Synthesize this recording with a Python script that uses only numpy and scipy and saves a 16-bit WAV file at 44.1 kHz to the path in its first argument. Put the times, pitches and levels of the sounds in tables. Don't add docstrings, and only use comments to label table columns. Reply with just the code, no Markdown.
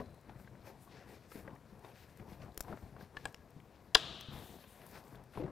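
import sys
import numpy as np
from scipy import signal
from scipy.fft import rfft, irfft
from scipy.io import wavfile
from scipy.ndimage import uniform_filter1d

SR = 44100
rng = np.random.default_rng(int(sys.argv[2]) if len(sys.argv) > 2 else 0)


def undo_db(level):
    steps = np.asarray(level, float) / 20
    return 10 ** steps


def unload_wav(signal):
    wavfile.write(
        sys.argv[1],
        SR,
        np.round(np.clip(np.atleast_2d(signal).T, -1, 1) * 32767).astype(np.int16),
    )


N = 243017

# (frequency [Hz], width [Hz], level [dB])
FRAME_MODES = [(60.4, 40, -1.5), (96, 40, -2), (135, 37, 1.5), (203, 51, -1.5), (282.6, 170, -3)]
PANEL_MODES = [(373, 286, -0.5), (548, 170, -3), (690, 200, -3.5), (1000, 340, -8), (1393, 700, -7.5)]
SKIN_MODES = [(1670, 560, 5), (2500, 670, 0.5), (3580, 1200, 0), (5170, 2200, -0.5)]
CLOTH_MODES = [(7000, 4700, -1.5), (9500, 2400, -.6), (11600, 2100, -0.082), (14450, 1500, -1.7)]
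# (start [s], hold [s], panel scrape [dB], frame re scrape [dB])
SHOVES = [(0.0, 0.0026, -53, 6), (.05, 0.093, -69, 12.5), (.29, 0.12, -64, 6), (.46, 0.12, -67.5, 10),
          (.66, .04, -60, 1.5), (.76, 0.065, -76.5, 13), (.92, .1, -60, -4), (1.07, 0.078, -59, -3),
          (1.365, .04, -57, 2), (1.47, 0.062, -59, 3), (1.73, 0.027, -67.5, 9.5), (1.84, 0.052, -59, -3),
          (2.19, 0.037, -60.5, 3), (2.27, 0.06, -58.5, 3), (2.42, 0.045, -56, 6.5), (2.69, 0.035, -51, 3),
          (2.83, .04, -65, 11), (2.96, 0.071, -58, 1), (3.16, .02, -57, -9), (3.26, 0.015, -57.5, 0),
          (3.55, 0.029, -72, 3), (3.75, 0.012, -76, -9), (4.03, .1, -57, 5), (4.33, 0.098, -56, 4),
          (4.5, 0.061, -62.5, 3.5), (4.81, .02, -56.5, -10), (4.94, 0.031, -54.5, -5.5),
          (5.05, .02, -61, 2), (5.13, 0.064, -60, 2.5), (5.39, 0.095, -53, 6)]
# (start [s], hold [s], cloth hiss [dB], skin drag re hiss [dB])
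SLIDES = [(0.0, .005, -75, 6), (.4, 0.02, -70.5, -4), (.665, 0.02, -68, 5.5), (.825, 0.015, -68, -9),
          (.92, 0.1, -82, 17), (1.09, 0.062, -72, 7), (1.24, 0.012, -82.5, 12), (1.32, 0.071, -63.5, -1),
          (1.69, 0.0085, -84, 9), (1.85, 0.054, -74.5, 4.5), (1.96, 0.076, -72, 6.5),
          (2.1, 0.0076, -75.5, 4), (2.17, 0.033, -76.5, 5.5), (2.3, 0.033, -72.5, 6),
          (2.42, 0.016, -74.5, 8), (2.59, .05, -73.5, 1), (2.68, 0.044, -72.5, 3), (2.77, .11, -76.5, 3.5),
          (3.01, .015, -72.5, 8.5), (3.18, 0.054, -76.5, 9.5), (3.26, 0.037, -75, 4),
          (3.75, 0.012, -83.5, 12), (4.34, 0.088, -64, 1.5), (4.44, 0.12, -65.5, -5),
          (4.6, 0.036, -71, 4.5), (4.68, 0.2, -70.5, 0.5), (4.9, 0.092, -67.5, -2), (4.95, .025, -74, 14.5),
          (5.05, 0.1, -74.5, 1.5), (5.34, 0.055, -72, 5)]
REST_DB = [-63, -68, -77.5, -83]
# (time [s], blow on the tab [dB], blow on the bracket [dB])
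LATCH_SLIPS = [(3.947, -19, -30.5), (3.9473, -5, -18.5), (3.9486, 0, -15.5), (3.9499, -3.5, -17),
               (3.9506, -2, -10.5), (3.9516, -4, 5), (3.9522, -1.5, -1), (3.9535, -7, -7),
               (3.9544, -11, -9), (3.9567, -15, -10.5), (3.9596, -24.5, -7)]
# (frequency [Hz], level [dB], time to fall 60 dB [s])
SHELL_MODES = [(42, -19, 0.043), (447, -13, .065), (725, -7, 0.03), (905, -7, .04), (1031, -11, 0.04),
               (1125, -12, 0.03), (1290, -14, 0.03), (1431, -12, 0.035), (1650, -7, .028), (1935, -9, .016),
               (2400, -5, 0.012), (2800, -3, .013), (3190, -4, .02), (3455, 3.5, .02), (3760, -9.5, .015),
               (4035, -3, 0.014), (4630, -10, 0.015), (4905, -1, 0.015), (5560, -10.5, 0.014),
               (6200, -15.5, .008), (6900, -10, 0.009), (7490, -15, 0.006), (9220, -18.5, .007),
               (10200, -9, 0.0051), (12800, -22.5, .007), (14500, -25, .007)]
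# (time [s], peak [dB], ring [Hz], panel re peak [dB])
TAPS = [(.0005, -40, 1000, 1), (.002, -49, 1700, -5), (.012, -47, 1150, -3), (.058, -58, 4100, 0),
        (.36, -61, 1800, 0), (.447, -59, 2000, 0), (.553, -58, 1500, 0), (.617, -63, 4200, 2),
        (0.2945, -49, 800, 0), (.399, -54.5, 1180, -2), (0.4749, -51, 1600, 0), (.6438, -55, 1170, -9),
        (0.6693, -56, 2550, 2), (0.8755, -51, 1090, -18), (1.317, -48, 1300, 2.5), (1.451, -51, 1090, -12),
        (1.477, -42, 1600, -11), (1.8465, -50.5, 1090, 6), (1.847, -54, 3700, -6), (1.882, -56, 760, -4),
        (1.898, -56, 700, -4), (1.916, -59, 2500, 0), (1.504, -59, 2300, 5), (1.56, -56, 1800, 2),
        (2.0853, -61.5, 1390, 0), (2.1971, -48, 1670, -2), (2.352, -59, 1010, -3), (2.419, -56, 4500, 6),
        (2.647, -51, 1000, -2), (2.682, -40.5, 790, -3), (2.7268, -38, 1090, -3), (2.772, -57, 1030, 10.5),
        (2.9647, -49, 1130, -2.5), (3.0092, -50, 1620, -2), (3.259, -42, 320, 0), (4.3769, -53, 1020, -1),
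        (4.64, -54.5, 2500, 4.5), (4.817, -51, 2000, 2), (4.9531, -46, 1540, -1),
        (5.147, -59.5, 1232, 10.5), (5.3363, -49, 1400, -3), (5.3445, -54, 900, 0), (5.3515, -55, 2300, 4),
        (5.358, -54, 800, 0), (5.3728, -36, 950, -3), (5.385, -54, 2800, 9), (5.401, -54, 2500, 8),
        (5.414, -54, 2100, 8), (5.437, -56, 2600, 9), (5.479, -52, 1100, 2), (5.4614, -51, 1250, 1.5)]
# (time [s], peak [dB], ring [Hz], crack re peak [dB], time to fall 60 dB [s])
CLICKS = [(2.5195, -59, 4000, -13, .02), (2.576, -40, 4300, -12, 0.011), (2.576, -33, 13000, -20, 0.011),
          (2.5766, -31, 7000, 0.5, .009), (2.6063, -41.5, 1200, 9, 0.0066), (2.6068, -28, 5800, -4, .013),
          (2.607, -32, 12500, -20, .014), (3.1695, -52, 4340, -10, 0.026), (3.2546, -38, 2900, -20, 0.013),
          (3.2544, -40, 8300, -4, .016), (3.3447, -36.5, 2220, -30, .007), (3.345, -42.5, 5500, -8, .01),
          (3.6013, -49, 2300, -12, 0.011), (4.2095, -46, 6200, 0.5, .017), (4.2095, -37, 3480, -13, 0.024),
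          (4.865, -51.5, 1000, 5, .019), (5.039, -56, 5030, -7, .013), (5.155, -55, 3500, -5, .027),
          (5.238, -58, 3490, -1, .015)]
# (frequency [Hz], level [dB], time to fall 60 dB [s])
CLIP_MODES = [(460, -7, .03), (775, -2, .024), (1070, -5, .03), (1270, -8, .03), (1650, 0, .034),
              (2380, -5, .016), (2750, -3, .013), (3200, -5, .014), (3900, -6, .011), (4830, -11, .014),
              (5470, -14, .013), (6500, -18, .01), (7430, -12, .009), (8400, -12, .007)]
# (time [s], level [dB], pitch factor [1], tilt away from main ring [dB per octave])
FLICKS = [
    (3.1675, -49, 1.045, -4),
    (3.1693, -38, 1.045, -4.5),
    (3.1727, -44, 1.045, -6),
    (3.2435, -58, 1.01, 0),
    (3.2542, -36.5, 1.001, .6),
    (3.2554, -39, 1.001, .6),
]
# (time [s], peak [dB], ring [Hz], time to fall 60 dB [s])
KNOCKS = [(0.001, -34.5, 260, 0.07), (.004, -40, 460, .1), (.025, -44, 250, .15), (.016, -45, 640, .08),
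          (0.671, -48.5, 544, 0.17), (1.3555, -35.5, 270, 0.045), (1.403, -45, 122, 0.044),
          (1.452, -45, 199, 0.056), (1.479, -40.5, 540, 0.047), (2.199, -43, 220, 0.083),
          (2.428, -50, 138, 0.055), (2.576, -46, 51.6, 0.1), (2.607, -40.5, 45.8, 0.06),
          (2.699, -38.5, 164, 0.056), (2.6875, -43, 480, .04), (2.706, -39, 420, 0.04),
          (2.716, -43, 560, .04), (2.731, -39, 620, .035), (2.735, -36.5, 232, 0.044),
          (3.169, -52, 37.7, 0.06), (3.26, -43, 112, 0.073), (3.564, -43.5, 162.4, 0.093),
          (4.285, -39, 135, 0.1), (4.349, -42.5, 72, 0.13), (5.379, -35, 118, 0.079),
          (5.398, -31.5, 308, 0.12), (5.424, -33.5, 373, 0.069), (5.438, -34, 374, 0.076),
          (5.3745, -40, 420, .06), (5.408, -39, 520, .07), (5.451, -41, 330, .1), (5.477, -41, 360, .1),
          (5.497, -43, 300, .08)]
# (time [s], peak [dB])
PRICKS = [(.107, -64), (.145, -57), (.212, -61), (1.429, -64), (1.553, -58), (1.793, -60), (2.173, -53),
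          (2.545, -57), (2.6155, -48), (2.625, -57), (3.244, -62), (3.326, -55), (3.505, -56), (4.203, -55),
          (4.332, -55), (4.47, -56), (4.527, -53), (4.889, -52), (4.912, -53), (5.081, -54)]
# (delay [s], level [dB])
ECHOES = [
    (.009, -30),
    (.0185, -20),
    (.029, -25),
]
# (frequency [Hz], level [dB], time to fall 60 dB [s])
TICK_ROOM = [(500, -62, .8), (1500, -67, 0.61), (4000, -62, 0.6), (10000, -68, 0.5)]
SNAP_ROOM = [(304, -55, 0.69), (641, -52, 0.93), (1177, -54.5, 1.53), (1650, -54, 1.1), (2940, -52.5, 1.6),
             (3510, -44.5, 1.44), (4910, -56.5, 0.6), (7000, -60.5, 0.6), (10000, -63, 0.35),
             (14000, -64.5, .3)]
# (frequency [Hz], level per Hz [dB])
AIR_COLOUR = [(15, -43.5), (25, -13.5), (130, -0.5), (293, -12.5), (695, -8), (818, -16), (962, -12.5),
              (3080, -30.5), (12900, -37), (16000, -43)]

SHOVE_RISE_DB_S, SHOVE_FALL_DB_S = 301, 206
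SLIDE_RISE_DB_S, SLIDE_FALL_DB_S = 414, 270
LATCH_DB, AIR_DB, LEFT_DB = -18.5, -66, 6.5
TAP_CRACK_DB, TAP_T60_S = -27, 0.032
CLICK_BODY_DB, ATTACK_S = -14, .0002
TOP_HZ, STEADY_TOP_HZ = 16400, 15750


def band(x, hz, width):
    return signal.lfilter(*signal.iirpeak(min(hz, .45 * SR), hz / width, fs=SR), x)


def unit(x):
    return x / np.sqrt(np.mean(x ** 2))


def walk(rate):
    k = int(SR / rate)
    held = np.repeat(rng.standard_normal(N // k + 1), k)
    return 1.3 * uniform_filter1d(uniform_filter1d(held, k), k)[:N]


def ring(hz, t60, count):
    t = np.arange(count) / SR
    return np.sin(2 * np.pi * hz * t) * 1000. ** (-t / t60)


def add(out, s, piece):
    i = int(s * SR)
    out[i:i + len(piece)] += piece[:N - i]


def cut(x, hz):
    return signal.sosfilt(signal.ellip(10, .2, 70, hz, fs=SR, output="sos"), x)


def strokes(rows, rise_db_s, fall_db_s):
    t = np.arange(N // 64 + 1) * 64 / SR
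    first, second = 0, 0
    for s, hold, db, other_db in rows:
        before, after = np.maximum(s - t, 0), np.maximum(t - s - hold, 0)
        stroke = undo_db(db - rise_db_s * before - fall_db_s * after)
        first = np.hypot(first, stroke)
        second = np.hypot(second, stroke * undo_db(other_db))
    fine_t = np.arange(N) / SR
    return np.interp(fine_t, t, first), np.interp(fine_t, t, second)


def rub(modes, rate, spread_db, flicker_db, smooth):
    chance = rng.random((N, 2))
    slips = chance[:, 0] < rate / SR
    grains = slips * undo_db(spread_db * chance[:, 1]) * rng.standard_normal(N)
    push = unit(grains) + smooth * rng.standard_normal(N)
    out = np.zeros(N)
    for k, (hz, width, db) in enumerate(modes):
        tone = unit(band(band(push, hz, width), hz, 2 * width))
        out += (-1) ** k * undo_db(db + flicker_db * walk(25)) * tone
    return unit(out)


def rubbing():
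    panel, frame = strokes(SHOVES, SHOVE_RISE_DB_S, SHOVE_FALL_DB_S)
    cloth, skin = strokes(SLIDES, SLIDE_RISE_DB_S, SLIDE_FALL_DB_S)
    rest = undo_db(np.array(REST_DB))
    out = np.hypot(frame, rest[0]) * rub(FRAME_MODES, 120., 6.1, 1.6, 0.95)
    out += np.hypot(panel, rest[1]) * rub(PANEL_MODES, 450., 10.0, 2.4, 1.06)
    out += np.hypot(skin, rest[2]) * rub(SKIN_MODES, 1200., 8., 1.6, 1.3)
    out += np.hypot(cloth, rest[3]) * rub(CLOTH_MODES, 3000., 8., 2.1, 1.8)
    return out


def latch():
    out, t = np.zeros(N), np.arange(256) / SR
    spots = rng.standard_normal((len(LATCH_SLIPS), len(SHELL_MODES), 2))
    for (s, tab_db, bracket_db), spot in zip(LATCH_SLIPS, spots):
        for k, ((hz, db, t60), (side, shift)) in enumerate(zip(SHELL_MODES, spot)):
            on_tab = hz > 2200
            blow_db = tab_db if on_tab else bracket_db
            sign = np.sign(side) if on_tab else (-1) ** k
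            level = undo_db(LATCH_DB + blow_db + db + 1.1 * shift)
            add(out, s, sign * level * ring(hz * (1 + 0.0062 * shift), t60, count=8192))
        scrape = rng.standard_normal(256) * 1000. ** (-t / 0.0072)
        add(out, s, undo_db(LATCH_DB + tab_db - 13.5) * band(scrape, 10000, 9000))
    return out


def tick(hz, body_db, crack_db, t60, noise):
    t = np.arange(4096) / SR
    burst = noise * np.minimum(t / ATTACK_S, 1) * 1000. ** (-t / np.clip(t60, .004, .2))
    contacts = np.abs(noise[:64]) * 1000. ** (-t[:64] / .0016)
    push = np.convolve(contacts, np.hanning(3 + int(SR / hz / 2)))
    ringing = ring(hz, t60, count=4096) + .5 * ring(1.27 * hz, .7 * t60, count=4096)
    tone = np.convolve(push, ringing)[:4096]
    rattle = band(band(band(burst, hz, .4 * hz), hz, .8 * hz), hz, hz)
    tone = tone / np.abs(tone).max() + 1.5 * rattle * np.sqrt(3000 / hz)
    body = band(sum(band(burst, f, w) * undo_db(g) for f, w, g in PANEL_MODES), 600, 1500)
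    crack = noise * 1000. ** (-t / min(t60, .018))
    crack = band(band(crack, 10500, 9000), 10500, 12000)
    parts = ((0, tone), (body_db, body), (crack_db, crack))
    return sum(undo_db(g) * part / np.abs(part).max() for g, part in parts)


def ticks():
    out = np.zeros(N)
    rows = [(*tap, TAP_CRACK_DB, TAP_T60_S) for tap in TAPS]
    rows += [(s, db, hz, CLICK_BODY_DB, crack_db, t60) for s, db, hz, crack_db, t60 in CLICKS]
    for s, db, hz, body_db, crack_db, t60 in rows:
        add(out, s, undo_db(db) * tick(hz, body_db, crack_db, t60, rng.standard_normal(4096)))
    return out


def flicks():
    out, main_hz = np.zeros(N), CLIP_MODES[4][0]
    for s, db, pitch, tilt_db in FLICKS:
        for k, (hz, mode_db, t60) in enumerate(CLIP_MODES):
            level = undo_db(db + mode_db + tilt_db * abs(np.log2(hz / main_hz)))
            add(out, s, (-1) ** k * level * ring(hz * pitch, t60, count=4096))
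    return out


def knocks():
    out = np.zeros(N)
    for s, db, hz, t60 in KNOCKS:
        t60 = np.clip(t60, .01, .3)
        ringing = ring(hz, t60, count=8192) + 0.54 * ring(1.6 * hz, 1.2 * t60, count=8192)
        piece = np.convolve(ringing, np.hanning(40))
        add(out, s, undo_db(db) * piece / np.abs(piece).max())
    return out


def pricks():
    out, t = np.zeros(N), np.arange(512) / SR
    for s, db in PRICKS:
        piece = band(rng.standard_normal(512) * 1000. ** (-t / .012), 9200, 9300)
        add(out, s, undo_db(db) * piece / np.abs(piece).max())
    return out


def echoes(x):
    bright = band(x, 6000, 9000)
    return sum(undo_db(db) * np.roll(bright, int(s * SR)) for s, db in ECHOES)


def room(colour):
    t = np.arange(2 * SR) / SR
    tail = np.zeros(2 * SR)
    for hz, db, t60 in colour:
        noise = rng.standard_normal(2 * SR)
        noise = unit(band(band(noise, hz, 0.37 * hz), hz, 0.37 * hz))
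        tail += undo_db(db) * noise * 1000. ** (-t / t60)
    return tail * (1 - np.exp(-(t / 0.015) ** 3))


def leftover():
    fade = 1000. ** (-np.arange(N) / SR / 1.8)
    return undo_db(-77) * unit(band(rng.standard_normal(N), 4030, 250)) * fade


def air():
    hz, db = np.transpose(AIR_COLOUR)
    f = np.maximum(np.arange(N // 2 + 1) * SR / N, 1)
    colour = undo_db(np.interp(np.log(f), np.log(hz), db))
    noise = irfft(rfft(rng.standard_normal(N)) * colour, N)
    return unit(noise) * undo_db(AIR_DB + 0.23 * walk(1.8))


def scene():
    hits = ticks() + pricks() + flicks()
    snap = latch()
    steady = rubbing() + knocks() + air() + leftover()
    steady += signal.fftconvolve(hits, room(TICK_ROOM))[:N]
    add(steady, LATCH_SLIPS[0][0], room(SNAP_ROOM))
    mono = cut(steady + echoes(snap + hits), STEADY_TOP_HZ) + snap + hits
    left, right = undo_db(LEFT_DB / 2), undo_db(-LEFT_DB / 2)
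    return np.outer([left, right], mono) * 2 / (left + right)


def top_cut(x):
    return signal.sosfilt(signal.butter(12, 16650, fs=SR, output="sos"), x)


def record(dry):
    mix = cut(dry, TOP_HZ)
    return top_cut(mix)


dry = scene()
out = record(dry)
unload_wav(out)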